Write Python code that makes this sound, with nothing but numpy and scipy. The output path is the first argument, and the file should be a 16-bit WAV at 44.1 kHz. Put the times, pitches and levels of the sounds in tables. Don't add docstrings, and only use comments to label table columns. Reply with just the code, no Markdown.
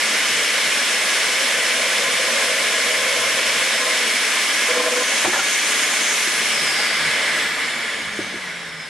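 import sys
import numpy as np
from scipy import signal
from scipy.fft import rfft, irfft, next_fast_len
from scipy.io import wavfile

SR = 44100
rng = np.random.default_rng(int(sys.argv[2]) if len(sys.argv) > 2 else 0)


def int16_out(signal):
    q = np.round(np.clip(np.atleast_2d(signal).T, -1, 1) * 32767)
    wavfile.write(sys.argv[1], SR, q.astype(np.int16))


N = 392035
T = np.arange(N) / SR
F = np.arange(N // 2 + 1) * SR / N + 1e-3
TOP_HZ = 12600

# (frequency [Hz], relative density [dB per Hz])
RUSH_SPECTRUM = [(30, -40), (70, -49), (140, -31.5), (220, -9.5), (400, -12.5), (900, -9), (1350, -6.5),
                 (2100, 1), (2600, -1.5), (4500, -8.5), (7500, -11), (10000, -13), (11500, -17),
                 (12400, -30)]
# (frequency [Hz], Gaussian width [Hz], boost [dB])
DUCT_RESONANCES = [(445, 41, 6.5), (594, 110, 4.5), (1045, 31, 5), (1196, 72, 2.5), (1447, 100, 2),
                   (1520, 17, 6.5), (1620, 96, 0), (1668, 33, 7), (1758, 52, 4.5), (1930, 51, 1.5),
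                   (2006, 38, 4), (2141, 33, 4.5), (2182, 16, 5.5), (2269, 36, 5.5), (2870, 27, 1),
                   (2860, 42, 0), (2970, 46, 4.5), (3305, 214, 3.5), (3480, 20, 5), (3670, 5.5, 9),
                   (4220, 200, 2), (5210, 440, 4), (8840, 210, 1.5)]
# (centre [Hz], weight of the treble change [1], weight of the bass change [1])
RUSH_BANDS = [(300, 0.59, 1), (1100, 0.53, 0.76), (1550, 0.25, 0.64), (2300, 0.048, 0.27),
              (2370, 0.58, 0.34), (3100, 0.3, 0), (3450, 0.094, 0), (5260, 0.41, 0), (6300, 1.37, 0.6),
              (8800, 0.87, 0.3), (12000, 0.95, 0)]
RUSH_DB, RUSH_FALL_DB_PER_OCTAVE = -23, 16.5
BASS_DB, BASS_DB_PER_OCTAVE = 1, 5
FREE_TREBLE_DB, TREBLE_LOSS_DB, TREBLE_LOSS_OCTAVES = 1.5, 9, 0.7


def rush(flutter_db=0.65, sway_db=0.48, treble_pan_db=0.5, bass_pan_db=0.06, duct_pan_db=-0.8):
    octaves = slowed()
    level = RUSH_DB - RUSH_FALL_DB_PER_OCTAVE * octaves
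    bass = BASS_DB + BASS_DB_PER_OCTAVE * octaves
    treble = FREE_TREBLE_DB * freed() - TREBLE_LOSS_DB * (1 - bell(octaves, 0, TREBLE_LOSS_OCTAVES))

    boost_db = sum(db * np.exp(-2 * ((F - hz) / width) ** 2) for hz, width, db in DUCT_RESONANCES)
    gain = colour(RUSH_SPECTRUM) * undb(boost_db)
    gain = gain * reflections() ** np.clip(F / 4000, 0, 1)
    spectrum = rfft(air(gain, (1450, 2500)))

    log_centres = np.log([row[0] for row in RUSH_BANDS])
    sides = np.array([[1], [-1]])
    out = 0
    for (_, high, low), pick in zip(RUSH_BANDS, np.eye(len(RUSH_BANDS))):
        band = irfft(spectrum * np.interp(np.log(F), log_centres, pick), N)
        pan = duct_pan_db + high * (treble_pan_db - duct_pan_db) + low * (bass_pan_db - duct_pan_db)
        change_db = high * treble + low * bass + flutter_db * walk(20)
        out = out + band * undb(pan * sides) * undb(change_db)
    return out * undb(level + sway_db * walk(4.8))


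# (time [s], level [dB])
ROAR_LEVEL = [(0, -40), (1.35, -36.5), (2.35, -28.5), (2.7, -32.5), (3.1, -27), (3.6, -33.5), (3.9, -30),
              (4.2, -42), (4.55, -48), (4.7, -34), (4.88, -28), (5.05, -34.5), (5.25, -32.5), (5.5, -77)]
# (time [s], share [1])
RIG_OPENING = [(0, 0), (4.3, 0.41), (4.7, 0.5), (5.1, 0.4), (5.3, 0)]
# (frequency [Hz], nominal width [Hz], gain at share 0 [dB], gain at share 1 [dB])
PIPE_RESONANCES = [(495.3, 15.5, 10.5, -7), (549, 24, 9, -21), (642, 39, 5, 0.5), (1042, 50, -6, -0.5)]


def pipe(flutter_db=1.5, spill_db=-19):
    level, opening = curve(ROAR_LEVEL), curve(RIG_OPENING)
    spill = undb(spill_db) * resonance(1200, 600) * F ** 2 / (F ** 2 + 250 ** 2)
    narrow = air(spill + sum(undb(db) * resonance(hz, width) for hz, width, db, _ in PIPE_RESONANCES))
    wide = air(spill + sum(undb(db) * resonance(hz, width) for hz, width, _, db in PIPE_RESONANCES))
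    blend = np.sqrt(1 - opening) * narrow + np.sqrt(opening) * wide
    return blend * undb(level + flutter_db * walk(34))


# (time [s], half length [s], low note [dB], middle note [dB], high note [dB])
PIPE_PUFFS = [(4.692, .008, -27, -42, -38), (4.713, .014, -22.5, -40, -30), (4.745, .012, -34, -38, -29),
              (4.774, .014, -17.5, -30, -31), (4.805, .013, -20, -26, -24), (4.84, .014, -25.5, -40, -32),
              (4.876, .019, -21, -20, -29), (4.932, .015, -21.5, -40, -35), (4.981, .018, -20.5, -36, -44),
              (5.016, .013, -23, -34, -23.5)]
# (frequency [Hz], relative density [dB per Hz])
SPLUTTER_SPECTRUM = [(150, -30), (260, 2), (400, -3), (900, -4), (1350, 0), (1800, -5), (3500, -20),
                     (8000, -45)]


def hoot(splutter_db=-26.5):
    s, length, *levels = np.transpose(PIPE_PUFFS)[:, :, None]
    puffs = bell(T, s, length)
    notes = PIPE_RESONANCES[0][0], PIPE_RESONANCES[2][0], PIPE_RESONANCES[3][0]
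    out = air(colour(SPLUTTER_SPECTRUM)) * undb(splutter_db) * puffs.sum(axis=0)
    for hz, db in zip(notes, levels):
        envelope = (puffs * undb(db)).sum(axis=0)
        out = out + envelope * tone(np.full(N, hz), 0, waver=.012, fade_db=.7)
    return out


# (time [s], half length [s], frequency [Hz], nominal width [Hz], level [dB])
AIR_SWELLS = [(3.25, 0.61, 117, 22, -53), (6.672, 0.4, 155.2, 30, -57), (7.19, 0.25, 2100, 300, -38.5),
              (6.75, 0.3, 5140, 500, -42), (6.795, .025, 820, 40, -40), (7.19, 0.093, 610, 87, -44.5)]


def swells():
    return sum(air(resonance(hz, width)) * undb(db) * bell(T, s, length)
               for s, length, hz, width, db in AIR_SWELLS)


PULL_S, PULL_LENGTH_S = 4.78, .4


def freed():
    return np.clip((T - PULL_S) / PULL_LENGTH_S + .5, 0, 1)


HOSE_SPACING_HZ, HOSE_WIDTH_HZ, HOSE_SAG = 315, 55, .05
RIB_HZ, RIB_FREE_HZ, RIB_POWER, RIB_SPREAD = 5700, 6380, .64, .08
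SING_DB, SING_FREE_DB, SING_FALL_DB_PER_OCTAVE = -40.5, -32.5, 30
SING_BEST_HZ, SING_BEST_WIDTH_HZ, SING_BEST_DB = 5150, 550, 9.5


def hose(flicker_db=2.0):
    rib_hz = (RIB_HZ + (RIB_FREE_HZ - RIB_HZ) * freed()) * speed() ** RIB_POWER
    level = SING_DB + (SING_FREE_DB - SING_DB) * freed() - SING_FALL_DB_PER_OCTAVE * slowed()
    level = level + SING_BEST_DB * bell(rib_hz, SING_BEST_HZ, SING_BEST_WIDTH_HZ)
    clock = np.cumsum(1 - HOSE_SAG * slowed() ** 2) / SR
    count = int(T[-1] * HOSE_WIDTH_HZ) + 2
    knots = np.linspace(0, T[-1], count)
    out = np.zeros((2, N))
    for mode in range(8, 25):
        hz = mode * HOSE_SPACING_HZ
        drive = undb(flicker_db * walk(8)) / (1 + ((hz / rib_hz - 1) / RIB_SPREAD) ** 2)
        for channel, (a, b) in enumerate(rng.standard_normal((2, 2, count))):
            swell = np.interp(T, knots, a + 1j * b)
            out[channel] += drive * (swell * np.exp(2j * np.pi * hz * clock)).real
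    return out * undb(level)


RUN_HZ, OFF_S, DRAG_PER_S, FRICTION_PER_S = 541, 6.135, .4, .235


def speed():
    ratio = DRAG_PER_S / FRICTION_PER_S
    return 1 / ((1 + ratio) * np.exp(FRICTION_PER_S * np.maximum(T - OFF_S, 0)) - ratio)


def slowed():
    return -np.log2(speed())


# (frequency [Hz], gain [dB])
HOUSING_GAIN = [(3450, -6), (3750, -3), (4200, -15), (5900, -16), (6400, -11), (7000, -9), (7600, -15),
                (8200, -4), (8700, 2), (9800, -1), (11500, 1), (12600, -4)]
HUM_DB, HUM_FALL_DB_PER_OCTAVE = -63.5, 12.5
MOUNT_HZ, MOUNT_WIDTH_HZ, MOUNT_DB = 170, 104, 22
BAR_DB, OCTAVE_DB, BAR_FALL_DB_PER_OCTAVE, BAR_ONSET_S = -40.3, -54, 12, .07


def motor():
    shaft = RUN_HZ * speed()
    bars = 22 * shaft
    coasting = np.clip((T - OFF_S) / BAR_ONSET_S, 0, 1)
    hum_db = HUM_DB - HUM_FALL_DB_PER_OCTAVE * slowed() + MOUNT_DB * bell(shaft, MOUNT_HZ, MOUNT_WIDTH_HZ)
    out = tone(shaft, hum_db, waver=.004, fade_db=2)
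    for hz, db in (bars, BAR_DB), (2 * bars, OCTAVE_DB):
        level = db - BAR_FALL_DB_PER_OCTAVE * slowed() + np.interp(hz, *np.transpose(HOUSING_GAIN))
        out = out + coasting * tone(hz, level, waver=.004, fade_db=3)
    return out


WHINE_HZ, WHINE_SINK_HZ_PER_S = 10265, 1925
WHINE_DB, WHINE_FALL_DB_PER_OCTAVE, STRAND_DB = -50, 10, -7


def whine(ring_hz=5100, ring_width_hz=170, ring_db=11):
    hz = WHINE_HZ - WHINE_SINK_HZ_PER_S * np.maximum(T - OFF_S, 0)
    level = WHINE_DB - WHINE_FALL_DB_PER_OCTAVE * slowed() + ring_db * bell(hz, ring_hz, ring_width_hz)
    lower = tone(hz, level, waver=.004, fade_db=3)
    upper = tone(1.05 * hz, level + STRAND_DB, waver=.004, fade_db=4)
    return (lower + upper) * np.clip(slowed(), 0, 1) ** 2


# (frequency [Hz], relative level [dB], decay time t60 [s])
RIG_MODES = [(265, -16, .07), (362, -15, .17), (458, -14, .12), (580, -7, .05), (770, -9, .12),
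             (880, -5, .05), (1039, -7, .1), (1316, -6, .04), (1430, -10, .087), (1680, -6, .06),
             (2520, -9, .03)]
# (time [s], direct peak [dB], nominal contact time [ms], frequency favoured by the spot struck [Hz])
LEVER_BLOWS = [(4.765, -17.5, .4, 1450), (4.8, -20, .3, 1050), (5.245, -14.5, .4, 580),
               (5.2485, -6, .05, 2300), (5.255, -8, .15, 880), (5.259, -10, .08, 1500),
               (5.267, -10, .1, 1300), (5.328, -9.5, .1, 1350), (5.337, -13, .1, 1400),
               (5.349, -14, .1, 1400), (5.361, -9.5, .18, 900), (5.37, -14, .2, 580),
               (5.392, -14, .15, 770)]


def clatter():
    return knocks(LEVER_BLOWS, RIG_MODES, crack=5, room_db=-9, room_t60=.14)


# (time [s], half length [s], level [dB])
SKIDS = [(5.282, .026, -27.5), (5.352, .028, -24.5), (5.397, .012, -29), (6.79, .02, -38)]
CONTACTS_PER_S, SCRAPE_WIDTH_HZ = 1500, 110


def scrape():
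    envelope = sum(undb(db) * bell(T, s, length) for s, length, db in SKIDS)
    contacts = (rng.random(N) < CONTACTS_PER_S / SR) * rng.standard_normal(N)
    wood = sum(undb(db) * resonance(hz, SCRAPE_WIDTH_HZ) for hz, db, _ in RIG_MODES)
    return envelope * unit(irfft(rfft(contacts) * wood, N))


# (time [s], half length [s], frequency [Hz], level [dB])
LEVER_SQUEAKS = [(5.343, .013, 1755, -21), (5.363, .01, 1620, -22.5), (5.397, .01, 1410, -18)]
SQUEAK_SINK_HZ_PER_S = 2000


def squeak():
    out = 0
    for s, length, hz, db in LEVER_SQUEAKS:
        glide = hz - SQUEAK_SINK_HZ_PER_S * np.clip(T - s, -2 * length, 2 * length)
        out = out + bell(T, s, length) * tone(glide, db, waver=.008, fade_db=1)
    return out


# (frequency [Hz], relative level [dB], decay time t60 [s])
BENCH_MODES = [(112, -12, .2), (251, -5, .1), (325, 5, .06), (358, 0, .12), (395, 1, .04), (560, -1, .08),
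               (1810, -14, .03)]
# (time [s], direct peak [dB], nominal contact time [ms], frequency favoured by the spot struck [Hz])
BENCH_BUMPS = [(5.25, -27.5, 3, 115), (5.275, -19, 1.1, 380), (5.281, -15.5, 1.1, 380),
               (5.295, -21.5, 1.1, 380), (6.01, -28, 1.5, 300), (6.275, -23.5, 1.5, 300),
               (8.19, -29.3, 1.2, 350), (8.2, -36.5, .6, 560), (8.21, -43, 2.5, 115),
               (8.341, -39.5, 1.1, 400), (8.358, -40.5, 2.5, 250)]


def bumps():
    return knocks(BENCH_BUMPS, BENCH_MODES, crack=.7, room_db=-14, room_t60=.25)


SPOT_DB, SPOT_OCTAVES = 10, .45


def knocks(blows, modes, crack, room_db, room_t60):
    t = np.arange(SR // 2) / SR
    out = np.zeros((2, N + len(t)))
    hz, db, t60 = np.transpose(modes)[:, :, None]
    wood = signal.butter(2, [450, 2800], "band", fs=SR, output="sos")
    small_body = signal.butter(2, 110, "high", fs=SR, output="sos")
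    for s, peak_db, contact_ms, spot_hz in blows:
        spot_db = SPOT_DB * bell(np.log2(hz / spot_hz), 0, SPOT_OCTAVES)
        strength = undb(db + spot_db + rng.standard_normal(db.shape))
        decay = np.exp(-np.log(1000) * t / t60)
        ring = np.sum(strength * np.cos(2 * np.pi * hz * t) * decay, axis=0)
        ring = ring + crack * signal.sosfilt(wood, rng.standard_normal(len(t))) * np.exp(-t / .008)
        push = t * np.exp(-4000 * t / max(contact_ms, .05))
        struck = signal.fftconvolve(ring, push)[:len(t)]
        hit = signal.sosfilt(small_body, struck)
        tail = rng.standard_normal((2, len(t))) * np.exp(-np.log(1000) * t / room_t60)
        tail = tail / np.linalg.norm(tail[0])
        wet = signal.fftconvolve(tail, hit[None], axes=1)[:, :len(t)]
        start = int(s * SR)
        out[:, start:start + len(t)] += (hit + undb(room_db) * wet) * undb(peak_db) / np.abs(hit).max()
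    return out[:, :N]


# (frequency [Hz], relative density [dB per Hz])
BUFFET_SPECTRUM = [(25, -28), (60, -3), (85, -4.5), (125, -6), (160, 9), (260, -38), (600, -70)]
BUFFET_DB, BUFFET_FALL_DB_PER_OCTAVE, RUMBLE_DB = -57.5, 10, -70


def buffet(wander_db=4):
    level = BUFFET_DB - BUFFET_FALL_DB_PER_OCTAVE * slowed()
    buffeting = air(colour(BUFFET_SPECTRUM)) * undb(level + wander_db * walk(5.0))
    rumble = air(colour(BUFFET_SPECTRUM)) * undb(RUMBLE_DB)
    return buffeting + rumble


def reflections(count=20, latest_s=.012):
    delays = rng.uniform(0.000994, latest_s, count)
    response = np.zeros(N)
    response[0] = 1
    response[(delays * SR).astype(int) + 1] = undb(-26.5) * rng.choice([-1, 1], count)
    return np.abs(rfft(response))


# (frequency [Hz], side relative to mid [dB])
STEREO_WIDTH = [(60, -5), (110, -3.5), (200, -9), (360, -11), (650, -11.5), (1190, -11.5), (2150, -13.5),
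                (3910, -8), (7100, -5.5), (12900, 0.5)]


def air(gain, band=None):
    mid, side = rfft(rng.standard_normal((2, N))) * gain
    inside = 1 if band is None else (F > band[0]) & (F < band[1])
    side = side * colour(STEREO_WIDTH) * np.array([[1], [-1]])
    return irfft(mid + side, N) / np.std(irfft(mid * inside, N))


def tone(hz, db, waver, fade_db):
    phase = 2 * np.pi * np.cumsum(hz * (1 + waver * walk(64.9))) / SR
    fading = fade_db * (.8 * walk(20) + .6 * np.array([walk(20), walk(20)]))
    return np.sqrt(2) * np.sin(phase) * (hz < TOP_HZ) * undb(db + fading)


def resonance(hz, width):
    return 1 / (1 + ((F - hz) / (0.63 * width)) ** 2)


def walk(rate):
    size = next_fast_len(N)
    hz = np.arange(size // 2 + 1) * SR / size
    return unit(irfft(rfft(rng.standard_normal(size)) / (1 + (hz / rate) ** 4), size)[:N])


def colour(points):
    hz, db = np.transpose(points)
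    return undb(np.interp(np.log(F), np.log(hz), db))


def curve(table):
    return np.interp(T, *np.transpose(table))


def bell(x, centre, width):
    return np.exp(-((x - centre) / width) ** 2)


def unit(x):
    return x / np.sqrt(np.mean(x ** 2))


def undb(db):
    return 10 ** (np.asarray(db) / 20)


def scene():
    flow = rush() + pipe() + hoot() + swells() + hose()
    machine = motor() + whine()
    rig = clatter() + scrape() + squeak()
    return flow + machine + rig + bumps() + buffet()


HELD_DB, MOST_GAIN_DB, GAIN_TIME_S = -18.5, 15, 0.042


def record(dry):
    power = np.mean(dry ** 2, axis=0)
    settled = power[:SR // 2].mean()
    keep = np.exp(-1 / (GAIN_TIME_S * SR))
    heard = settled + signal.lfilter([1 - keep], [1, -keep], power - settled)
    gain = np.minimum(undb(HELD_DB) / np.sqrt(heard), undb(MOST_GAIN_DB))
    top_cut = signal.ellip(10, .2, 80, TOP_HZ, fs=SR, output="sos")
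    return signal.sosfilt(top_cut, dry * gain)


dry = scene()
out = record(dry)
int16_out(out)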